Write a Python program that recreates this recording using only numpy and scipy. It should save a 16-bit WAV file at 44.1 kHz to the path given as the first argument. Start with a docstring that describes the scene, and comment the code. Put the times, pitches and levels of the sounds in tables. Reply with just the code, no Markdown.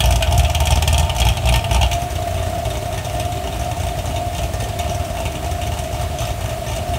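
"""In a closed garage, heard from behind, a V8 idles lumpily.
Firings come nearly evenly, but each cylinder mostly burns well every other turn of the firing order.
Good burns boom as slugs of gas in resonant pipes and crack as noise puffs at the tips; poor ones barely push.
Just before two seconds the exhaust valve shuts: the boom moves to the muffler and the jets drop and blur.
Underneath, resonant noise makes the bay hum and hiss, a wavering sine whines, and noise tails form the room."""
import sys
import numpy as np
from scipy import signal
from scipy.fft import rfft, irfft, next_fast_len
from scipy.io import wavfile
from scipy.ndimage import uniform_filter1d, map_coordinates

SR = 44100
rng = np.random.default_rng(int(sys.argv[2]) if len(sys.argv) > 2 else 0)


def to_wav(sig):
    """Store sig (one row per channel, or 1-D mono) as 16-bit WAV at the path in sys.argv[1].

    Samples outside -1..1 are clipped; the rate is SR.
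    """
    pcm = np.clip(np.atleast_2d(sig), -1, 1) * 32767
    pcm = np.round(pcm).astype(np.int16)
    wavfile.write(sys.argv[1], SR, pcm.T)  # frames by channels


N = 307818
TIME = np.arange(N) / SR  # s

FIRING_HZ = 58.4  # nominal rate, all cylinders together
TOP_HZ = 15750  # band limit
PUSH_LEAD_S = .0014  # the pressure wave arrives just before the jet
POOR_SHUT_DB, POOR_SIZZLE_DB = -37.5, -13  # poor burn: crack with the valve shut; sizzle over any poor crack
# chance from burn to burn, standard deviations
CRACK_SCATTER_DB, SIZZLE_SCATTER_DB, TICK_SCATTER_DB = 1.5, 2, 2.5
PUSH_SCATTER, LAG_SCATTER_S, SLUG_SCATTER_S = .22, .0006, .0004
ROCK_OPEN_DB, ROCK_SHUT_DB = -27, -32  # before the push of each slug is added
WHINE_HZ, WAVER_HZ, WAVERS_PER_S = 699, 8, 18  # centre, spread of the random pitch points, points per second
WHINE_DB, SWELL_DB = -34, 4  # centre level and spread of its random points

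# Levels in the tables are relative: each layer adds its own trim.
# crank running a little ahead or behind [t/s, lead/firings]
CRANK_LEAD = [(0.0, -0.16), (0.5, -0.09), (1.0, -0.07), (1.5, 0.08), (2.0, 0.25), (2.5, 0.24), (3.0, 0.19),
              (3.5, 0.19), (4.0, 0.14), (4.5, 0.11), (5.0, 0.24), (5.5, 0.15), (6.0, -0.1), (6.5, -0.16),
              (7.0, -0.18)]
# exhaust valve [t/s, opening 0-1]
VALVE_OPENING = [(0, 1), (1.86, 1), (1.91, 0.3), (1.97, 0.02), (7, 0.05)]
# cylinders in firing order [valve open: good crack level/dB, its sizzle over the crack/dB,
# poor crack level/dB; valve shut: good crack level/dB, its sizzle over the crack/dB; crack lag/ms]
CYLINDERS = [(-13, -10.5, -31, -27, -5.5, 0.29), (-15.5, -5, -34, -26, -9.5, 0.062),
             (-12.5, -13, -62, -28, -4.5, 0.06), (-9.5, -10, -29, -25, -9.5, 0.065),
             (-20.5, -8, -24, -30.5, -9, 0.19), (-14.5, -5.5, -21, -27.5, -7, 0.065),
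             (-13.5, -5, -25, -25, -8, 0.18), (-13.5, -4.5, -29, -28.5, -5.5, 0.082)]
# first burn of each cylinder [1 = good, 0 = poor]
STARTS_GOOD = [1, 0, 1, 1, 1, 0, 1, 1]
# where each cylinder repeats its last kind of burn and so falls out of step, one row each [t/s, ...]
SLIPS = [
    [3.01, 3.42, 4.65, 5.06, 5.48, 5.89, 6.44],
    [1.79, 2.2, 2.62, 3.03, 4.94, 5.36, 5.77, 6.05],
    [.31, 1.95, 4.96, 5.37, 5.93],
    [1.15, 3.61, 4.71, 5.12, 5.53],
    [.75, 3.35, 5.55],
    [1.04, 3.92, 5.7, 6.11, 6.66],
    [2.15, 6.41],
    [3.4, 6.56],
]
# push of each cylinder's gas slug [good open, poor open, good shut, poor shut; linear]
PUSHES = [(1.4, .9, 2.1, .4), (1.7, 0, 1.8, 0), (2.4, .4, 1.8, .4), (1.6, .2, 1.5, 0), (2, 1.2, 2.2, 1),
          (1.2, 0, 1.3, 0), (2.1, 0, 1.9, .5), (1.7, .1, 1.3, 0)]
# slugs much stronger or weaker than their cylinder's habit [t/s, push linear]
ODD_SLUGS = [(.14, 1.5), (.225, .7), (.31, 1.5), (.378, 2.6), (.446, .7), (.479, .3), (.498, .4),
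             (.616, 1.2), (.652, .4), (.686, 0), (.772, 2.6), (1.506, 2.2), (1.575, 1.5), (1.712, 1.9),
             (2.531, 1.9), (3.096, .4), (3.216, 1.1), (3.901, 1.1), (3.97, 1.9), (4.038, 1.9), (4.347, .8),
             (4.535, 2.8), (4.604, 2.4), (4.69, 2.2), (4.722, 0), (4.808, .4), (5.048, .4), (5.099, 2.8),
             (5.22, .4), (5.254, 2.6), (5.633, .4), (5.956, .7), (6.095, 1.9), (6.184, 0), (6.886, 2.2)]
# burns that stand out, loud pops and a few duds
# [t/s, crack level/dB, sizzle over the crack/dB, tick over the sizzle/dB]
POPS = [(.004, -5.5, -9, 7), (0.038, -13, -6, -2), (.056, -12.5, -7, 13), (.106, -15, 0, 0),
        (0.157, -14.5, -2, 0), (0.223, -4.5, -13.5, 10), (0.272, -18.5, -13, 0), (.309, -20, -7, -3),
        (0.323, -15, -4, 0), (0.377, -18, 5, 0), (0.3933, -10, -7, -3), (0.432, -21, -3, 0),
        (0.4975, -17, -4, -3), (0.547, -8, -8.5, 0), (0.6016, -12.5, -3, 0), (0.654, -18, 2, -2),
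        (0.67, -9, -8, 0), (.705, -12.5, -1.5, -2), (0.7555, -17.5, -0.5, -8), (0.8224, -7, -9, 2),
        (0.8757, -7.5, -5.5, -2), (0.9271, -15, -2, 2), (0.979, -12, -3, 0), (0.994, -12, -2.5, 0),
        (1.095, -11.5, -12, 0), (1.148, -24, -2, -3), (1.1632, -21, 0, -6), (1.199, -13, 1.5, -7),
        (1.217, -7, -17, 0), (1.2668, -11.5, -10, 0), (1.2862, -13.5, -4.5, 10), (1.488, -8, -10, 0),
        (1.539, -8.5, -11, 7), (1.558, -12, -5, 6), (1.7104, -13, -9, 0), (1.745, -11, -8, -3),
        (1.811, -9, -12, 0), (1.846, -23, -12, 0), (1.9134, -11, -17.5, 11), (1.93, -18.5, -4, 4),
        (2.102, -29.5, 1, -1), (2.188, -40, -10, 4), (2.943, -26, -9, 3), (2.976, -22.5, -8, 0),
        (3.0469, -24, -3, -2), (3.197, -18.5, -8, -3), (3.713, -22.5, -11, 0), (3.766, -28.5, -4, 0),
        (3.866, -23.5, -5.5, 0), (3.885, -25, -9, 0), (3.969, -29.5, -3, 0), (4.056, -23.5, -6, 0),
        (4.16, -20, -10, 0), (4.262, -31, -6, 4), (4.3816, -16.5, -11.5, 0), (4.433, -22, -6.5, -2),
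        (4.535, -25.5, -2.5, 2), (4.601, -22.5, -3.5, -5), (4.637, -26.5, -2, 0), (4.686, -23.5, -9, 3),
        (4.723, -38, -13, 0), (4.789, -17, -10, 7), (4.842, -22, -15, 3), (4.945, -27, -1.5, -3),
        (5.047, -27, -5, 3), (5.253, -17.5, -9, 0), (5.32, -29.5, -2, 0), (5.353, -22.5, -11, 0),
        (5.614, -21.5, -7.5, -2), (5.666, -23.5, -6, 0), (5.838, -24.5, -7, 0), (6.1855, -20.5, -11, -3),
        (6.203, -25, -1.5, -2), (6.252, -23.5, -8, 0), (6.439, -31, -1, 0), (6.475, -31, -10, 2),
        (6.493, -22, -8, 0), (6.715, -22.5, -9, -2), (6.762, -22.5, -3, -3), (6.887, -34, -2, 4),
        (6.936, -20.5, -11, -4)]
# resonances of the open pipe [f/Hz, width/Hz, level/dB]
OPEN_PIPE = [(50.5, 5.7, -2), (61.2, 13.5, 11.5), (75.8, 13, 11.5), (98.7, 6, -2), (108.6, 8, 4),
             (121, 6, -6), (135, 12, 5), (160, 14, -2), (207, 14, 3)]
# resonances of the muffler path [f/Hz, width/Hz, level/dB]
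MUFFLER = [(49.5, 9.9, 2), (59, 7, -7), (76.5, 11, 3), (90.8, 12, -4), (96.4, 8, -5.5), (123.3, 18, -5),
           (146, 10, -12), (158, 12, -9), (210, 19, -5)]
# hollows under the car [f/Hz, width of one pass/Hz, level/dB]
UNDERBODY_HOLLOWS = [(613, 7.4, 3.5), (649, 51, 3.5), (717, 30, 0.5), (756, 26, -10)]
# hollows of the open tips [f/Hz, width of one pass/Hz, level/dB]
TIP_HOLLOWS = [(767, 79, 0.5), (795, 60, 1), (866.5, 83, 2.5), (912.3, 28.4, 6.5), (1196, 37, -2.5),
               (1366, 160, -11.5)]
# colour of the gas leaving the tips [f/Hz, level per Hz/dB]
CHUFF_COLOUR = [(150, -43), (220, 0.5), (500, -4.5), (1000, -10), (1300, -4.5), (1700, -29.5), (2300, -28)]
# colour of the crack at the tips [f/Hz, level per Hz/dB]
CRACK_COLOUR = [(820, -97), (1400, -23), (1640, -11), (1810, -30), (1880, -12.5), (2460, 4), (2990, 5.5),
                (3200, 2.5), (3940, -5.5), (4700, -10), (6110, -82), (10300, -120)]
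# colour of the sizzle above the crack [f/Hz, level per Hz/dB]
SIZZLE_COLOUR = [(2590, -58), (4400, -6), (4860, -6), (5700, 2.5), (7390, -4.5), (9570, -3.5),
                 (10600, -18.5), (13000, -7), (16000, -35)]
# colour of the brief top of each jet [f/Hz, level per Hz/dB]
SPIT_COLOUR = [(4000, -51), (6500, 7.5), (9500, 9.5), (10600, 2), (13000, -23), (16000, -15)]
# colour of the dry edge of each jet [f/Hz, level per Hz/dB]
TICK_COLOUR = [(8000, -46), (10600, -5), (13000, -4), (16000, -4)]
# thin steel of tips and shields [f/Hz, width/Hz, level/dB, extra level with the valve open/dB]
SHELL_MODES = [(1817, 15, 8.5, -12), (1764, 17, -6, 3), (1522, 38, -12.5, 5.5), (2232, 23, 5.5, -8.5),
               (2414, 88, -11.5, 8), (2847, 85, 2.5, -2.5), (3260, 123, -6.5, 8.5), (3663, 40, 7.5, -16.5),
               (5280, 110, -20, 11.5), (6210, 140, -1, -9.5), (8460, 70, -3.5, -12)]
# muffler chambers [f/Hz, width of one pass/Hz, level/dB]
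MUFFLER_CHAMBERS = [(217, 29, -7.5), (259, 16, -4.5), (317, 17, 2), (385.5, 13.6, 6.5), (414, 280, -11.5)]
# colour of the rocking block [f/Hz, level per Hz/dB]
RUMBLE_COLOUR = [(25, -40), (45, -3.5), (86, 1.5), (119, -0.5), (170, -12.5), (220, -49), (370, -120)]
# engine bay over time [t/s, hum level/dB, hiss level/dB]
BAY_LEVELS = [(0, -28, -29), (1.9, -37, -29.5), (2.05, -48, -29), (2.3, -29.5, -28.5), (4.5, -37, -29),
              (7, -32, -28.5)]
# colour of the engine bay hiss [f/Hz, level per Hz/dB]
HISS_COLOUR = [(100, -2), (170, -4.5), (222, -11), (385, -14.5), (493, -20.5), (694, 2.5), (793, -29.5),
               (1020, -17.5), (1630, -20.5), (2890, -20.5), (4920, -27), (8380, -26.5), (12000, -33),
               (16000, -32)]
# decay of the garage walls [f/Hz, t60/s]
GARAGE_DECAY = [(200, 0.74), (2000, 0.22), (10000, 0.15)]


def amp(db):
    """Gain of a level in dB."""
    return 10 ** (np.asarray(db) / 20)


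def unit(x):
    """x at rms 1."""
    return x / np.sqrt(np.mean(x ** 2))


def along(points, hz):
    """Read (f/Hz, value) points on a log frequency axis."""
    f, v = np.transpose(points)
    return np.interp(np.log(hz + 1), np.log(f + 1), v)


def curves(rows):
    """One value per sample for each column after the time."""
    s, *cols = np.transpose(rows)
    return [np.interp(TIME, s, c) for c in cols]


def opening_at(seconds):
    """Valve opening at the given times."""
    return np.interp(seconds, *np.transpose(VALVE_OPENING))


def filtered(x, response):
    """x shaped by a complex response of frequency."""
    m = next_fast_len(N + SR // 2)
    hz = np.fft.rfftfreq(m, 1 / SR)
    return irfft(rfft(x, m) * response(hz), m)[:N]


def coloured(points):
    """Response that follows a colour table."""
    return lambda hz: amp(along(points, hz))


def resonances(modes):
    """Causal response of (f/Hz, width/Hz, level/dB) modes, added with their phases."""
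    return lambda f: sum(amp(db) * 1j * f * w / (c * c - f * f + 1j * f * w) for c, w, db in modes)


def steep(modes):
    """Each resonance passed twice, leaving dark valleys; unrelated modes add in power."""
    def response(hz):
        return np.sqrt(sum(amp(2 * db) * np.abs(resonances([(c, w, 0)])(hz)) ** 4 for c, w, db in modes))
    return response


def noise(response, patchy_db, span):
    """Noise of rms 1 whose colour shifts in patches, span frames long."""
    z = signal.stft(rng.standard_normal(N), nperseg=256)[2]
    field = uniform_filter1d(rng.standard_normal(z.shape), size=5, axis=0)
    field = uniform_filter1d(field, size=int(span), axis=1)
    patchy = signal.istft(z * amp(patchy_db * unit(field)), nperseg=256)[1][:N]
    return unit(filtered(patchy, response))


def train(seconds, sizes):
    """One impulse per firing."""
    samples = np.clip(np.round(seconds * SR).astype(int), 0, N - 1)
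    return np.bincount(samples, sizes, N)


def puffs(burst, level_db, rise, t60_open, t60_shut, response, patchy_db):
    """Turbulent noise gated by each firing: smooth rise, exponential fall, its length set by the valve."""
    t, power = TIME[:SR // 8], 0
    opening = opening_at(burst)
    for share, t60 in ((opening, t60_open), (1 - opening, t60_shut)):
        shape = (1 - np.exp(-t / rise)) ** 2 * amp(-60 * t / t60)
        impulses = train(burst, share * amp(2 * level_db))
        power = power + signal.oaconvolve(impulses, (shape / shape.max()) ** 2)[:N]
    return np.sqrt(np.abs(power)) * noise(response, patchy_db, 2.5)


def firings():
    """Times, levels and push of every firing: each cylinder alternates good and poor burns, bar its slips."""
    count = FIRING_HZ * TIME + curves(CRANK_LEAD)[0]
    even = np.interp(np.arange(int(count[-1])), count, TIME)
    turn, cylinder = np.divmod(np.arange(len(even)), len(CYLINDERS))
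    slipped = np.array([np.searchsorted(SLIPS[c], s + .05) for s, c in zip(even, cylinder)])
    good = (turn + slipped + np.take(STARTS_GOOD, cylinder)) % 2 == 1
    opening = opening_at(even)

    def blend(is_open, shut):
        return opening * is_open + (1 - opening) * shut

    db, over_db, poor_db, shut_db, shut_over_db, lag_ms = np.array(CYLINDERS)[cylinder].T
    size, poor, shut_size, shut_poor = np.array(PUSHES)[cylinder].T
    chance = rng.standard_normal((len(even), 4))
    crack_db = np.where(good, blend(db, shut_db), blend(poor_db, POOR_SHUT_DB))
    crack_db = crack_db + CRACK_SCATTER_DB * chance[:, 0]
    sizzle_db = crack_db + np.where(good, blend(over_db, shut_over_db), POOR_SIZZLE_DB)
    sizzle_db = sizzle_db + SIZZLE_SCATTER_DB * chance[:, 1]
    push = np.where(good, blend(size, shut_size), blend(poor, shut_poor)) + PUSH_SCATTER * chance[:, 2]
    burst = even + lag_ms / 1000 + LAG_SCATTER_S * chance[:, 3]

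    # standout burns and slugs replace the nearest firing
    s, db, over_db, dry_db = np.transpose(POPS)
    which = np.abs(s[:, None] - even).argmin(axis=1)
    burst[which], crack_db[which], sizzle_db[which] = s, db, db + over_db
    tick_db = sizzle_db + TICK_SCATTER_DB * rng.standard_normal(len(even))
    tick_db[which] = db + over_db + dry_db
    s, odd = np.transpose(ODD_SLUGS)
    push[np.abs(s[:, None] - even).argmin(axis=1)] = odd
    return even, burst, crack_db, sizzle_db, tick_db, np.clip(push, 0, None)


def boom(even, push):
    """Each slug of gas rings the open pipe, or the muffler once the valve has shut."""
    opening = curves(VALVE_OPENING)[0]
    slug = np.hanning(round(0.0062 * SR))  # the exhaust port takes a few ms to blow down
    uneven = even - PUSH_LEAD_S + SLUG_SCATTER_S * rng.standard_normal(len(even))
    flow = signal.fftconvolve(train(uneven, push), slug / slug.sum())[:N]
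    flow = filtered(flow, resonances([(86.7, 43, 2.27)]))  # the shared manifold rounds each slug
    open_pipe = filtered(flow * opening, resonances(OPEN_PIPE))
    muffled = amp(0.8) * filtered(flow * (1 - opening), resonances(MUFFLER))
    return -amp(27.5) * (open_pipe + muffled)  # the pressure dips first


def tips(burst, crack_db, sizzle_db, tick_db, push):
    """Jets leave the tips as layered noise puffs, from bumper hollow and bark up to spit and tick."""
    opening = opening_at(burst)
    early = burst - .0015
    late = burst - .0022 + 0.0016 * opening  # the open jets brighten a moment later
    hollow_db = -32 + 7 * np.log10(push + 0.13) + 0.23 * (crack_db + 22.5 - 13 * opening)
    bark_db = -30 + 6 * opening + 10 * np.log10(push + 0.53) + 0.38 * (crack_db + 2.0)
    chuff_db = -37 + 9 * np.log10(push + 0.12)
    # times, level/dB, rise/s, t60 open/s, t60 shut/s, colour, patchiness/dB
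    hollow = puffs(early, hollow_db, 0.0015, 0.053, 0.073, steep(UNDERBODY_HOLLOWS), 1.5)
    bark = puffs(early, bark_db, 0.00045, 0.098, 0.11, steep(TIP_HOLLOWS), 1.0)
    crack = puffs(early, crack_db - 13.0, 0.0063, 0.05, 0.092, coloured(CRACK_COLOUR), 2.0)
    sizzle = puffs(late, sizzle_db - 5.5, 0.0031, 0.028, 0.077, coloured(SIZZLE_COLOUR), 4.5)
    spit = puffs(late + 0.00026, sizzle_db - 12, 0.0029, 0.014, 0.023, coloured(SPIT_COLOUR), -2.5)
    tick = puffs(late, tick_db - 10.5 - 4 * opening, 0.002, 0.01, 0.029, coloured(TICK_COLOUR), 3.5)
    chuff = puffs(burst, chuff_db, 0.0022, 0.055, 0.057, coloured(CHUFF_COLOUR), 4.5)
    return hollow + chuff + bark + crack + sizzle + spit + tick


def shell(burst, crack_db):
    """Every firing shakes the thin steel, which rings on briefly; each mode's share varies by firing."""
    rings, knock = np.zeros(N), np.hanning(round(0.0027 * SR))
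    opening = opening_at(burst)
    shares = rng.normal(0, 2.5, (len(burst), len(SHELL_MODES)))  # dB
    for (hz, w, db, open_db), share_db in zip(SHELL_MODES, shares.T):
        hits = train(burst, amp(crack_db + share_db + open_db * opening))
        shake = signal.oaconvolve(hits, knock)[:N]
        rings += filtered(shake * rng.standard_normal(N), resonances([(hz, w, db)]))
    return amp(11.5) * rings


def baffles(even, push):
    """Gas rushes through the muffler chambers, stronger with the valve shut; each slug chuffs in them."""
    rush_db = -42.5 - 3 * curves(VALVE_OPENING)[0]
    rush = amp(rush_db) * noise(steep(MUFFLER_CHAMBERS), patchy_db=3, span=4.1)
    chuff_db = -42 + 10 * np.log10(push + 0.04)
    return rush + puffs(even + 0.0036, chuff_db, 0.0035, 0.068, 0.079, steep(MUFFLER_CHAMBERS), 4.5)


def rumble(even, push):
    """The block rocks on its mounts: a low noise puff after every slug, its level following the push."""
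    level_db = ROCK_SHUT_DB + (ROCK_OPEN_DB - ROCK_SHUT_DB) * opening_at(even)
    level_db = level_db + 7 * np.log10(push + 0.62)
    return puffs(even + 0.0042, level_db, 0.0052, 0.18, 0.13, coloured(RUMBLE_COLOUR), .3)


def bay():
    """Fan, belts and intake: noise hums in a few hollow resonances over a broad hiss."""
    hum_db, hiss_db = curves(BAY_LEVELS)
    hum = noise(steep(UNDERBODY_HOLLOWS), patchy_db=-1.5, span=60)
    hiss = noise(coloured(HISS_COLOUR), patchy_db=1.2, span=10)
    return amp(hum_db) * hum + amp(hiss_db) * hiss


def whine():
    """A continuous sine, a hollow tone under the car, drifts at random in pitch and level."""
    knots = rng.standard_normal(int(N * WAVERS_PER_S / SR) + 4)
    hz = WHINE_HZ + WAVER_HZ * map_coordinates(knots, [TIME * WAVERS_PER_S])
    level_knots = rng.standard_normal(len(knots))
    swell_db = SWELL_DB * map_coordinates(level_knots, [TIME * WAVERS_PER_S / 2])  # half as quick
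    return amp(WHINE_DB + swell_db) * unit(np.sin(2 * np.pi * np.cumsum(hz) / SR))


def garage(x):
    """Walls answer with noise tails, each frequency dying at its own speed, fresh every quarter second."""
    wet, hop = np.zeros(N + SR), SR // 4
    for start in range(0, N, hop):
        hz, t, z = signal.stft(rng.standard_normal(SR // 2), SR, nperseg=256)
        decay = amp(-60 * t / along(GARAGE_DECAY, hz)[:, None])
        tail = signal.istft(z * decay, SR, nperseg=256)[1][:SR // 2]
        part = signal.fftconvolve(x[start:start + hop], tail / np.linalg.norm(tail))
        wet[start + 250:][:len(part)] += part  # pre-delay of 250 samples
    return wet[:N]


def scene():
    """Pipes and tips with their echo, then muffler, block, engine bay and whine."""
    even, burst, crack_db, sizzle_db, tick_db, push = firings()
    jets = tips(burst, crack_db, sizzle_db, tick_db, push) + shell(burst, crack_db)
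    pipes = boom(even, push)
    room = garage(amp(-18) * pipes + amp(-8.5) * jets)
    machinery = baffles(even, push) + rumble(even, push) + bay() + whine()
    return (pipes + jets + room + machinery)[None]


def record(dry):
    """Round the highest peaks, thin the deepest bass and cut all above the band limit."""
    x = dry[0] / (1 + np.abs(dry[0] / .95) ** 4) ** (1 / 4)

    def response(hz):
        bass = (1j * hz) ** 2 / (45 ** 2 - hz ** 2 + 1j * hz * 60)  # second-order high-pass at 45 Hz
        return bass * (hz < TOP_HZ)

    return filtered(x, response)[None]


dry = scene()
out = record(dry)
to_wav(out)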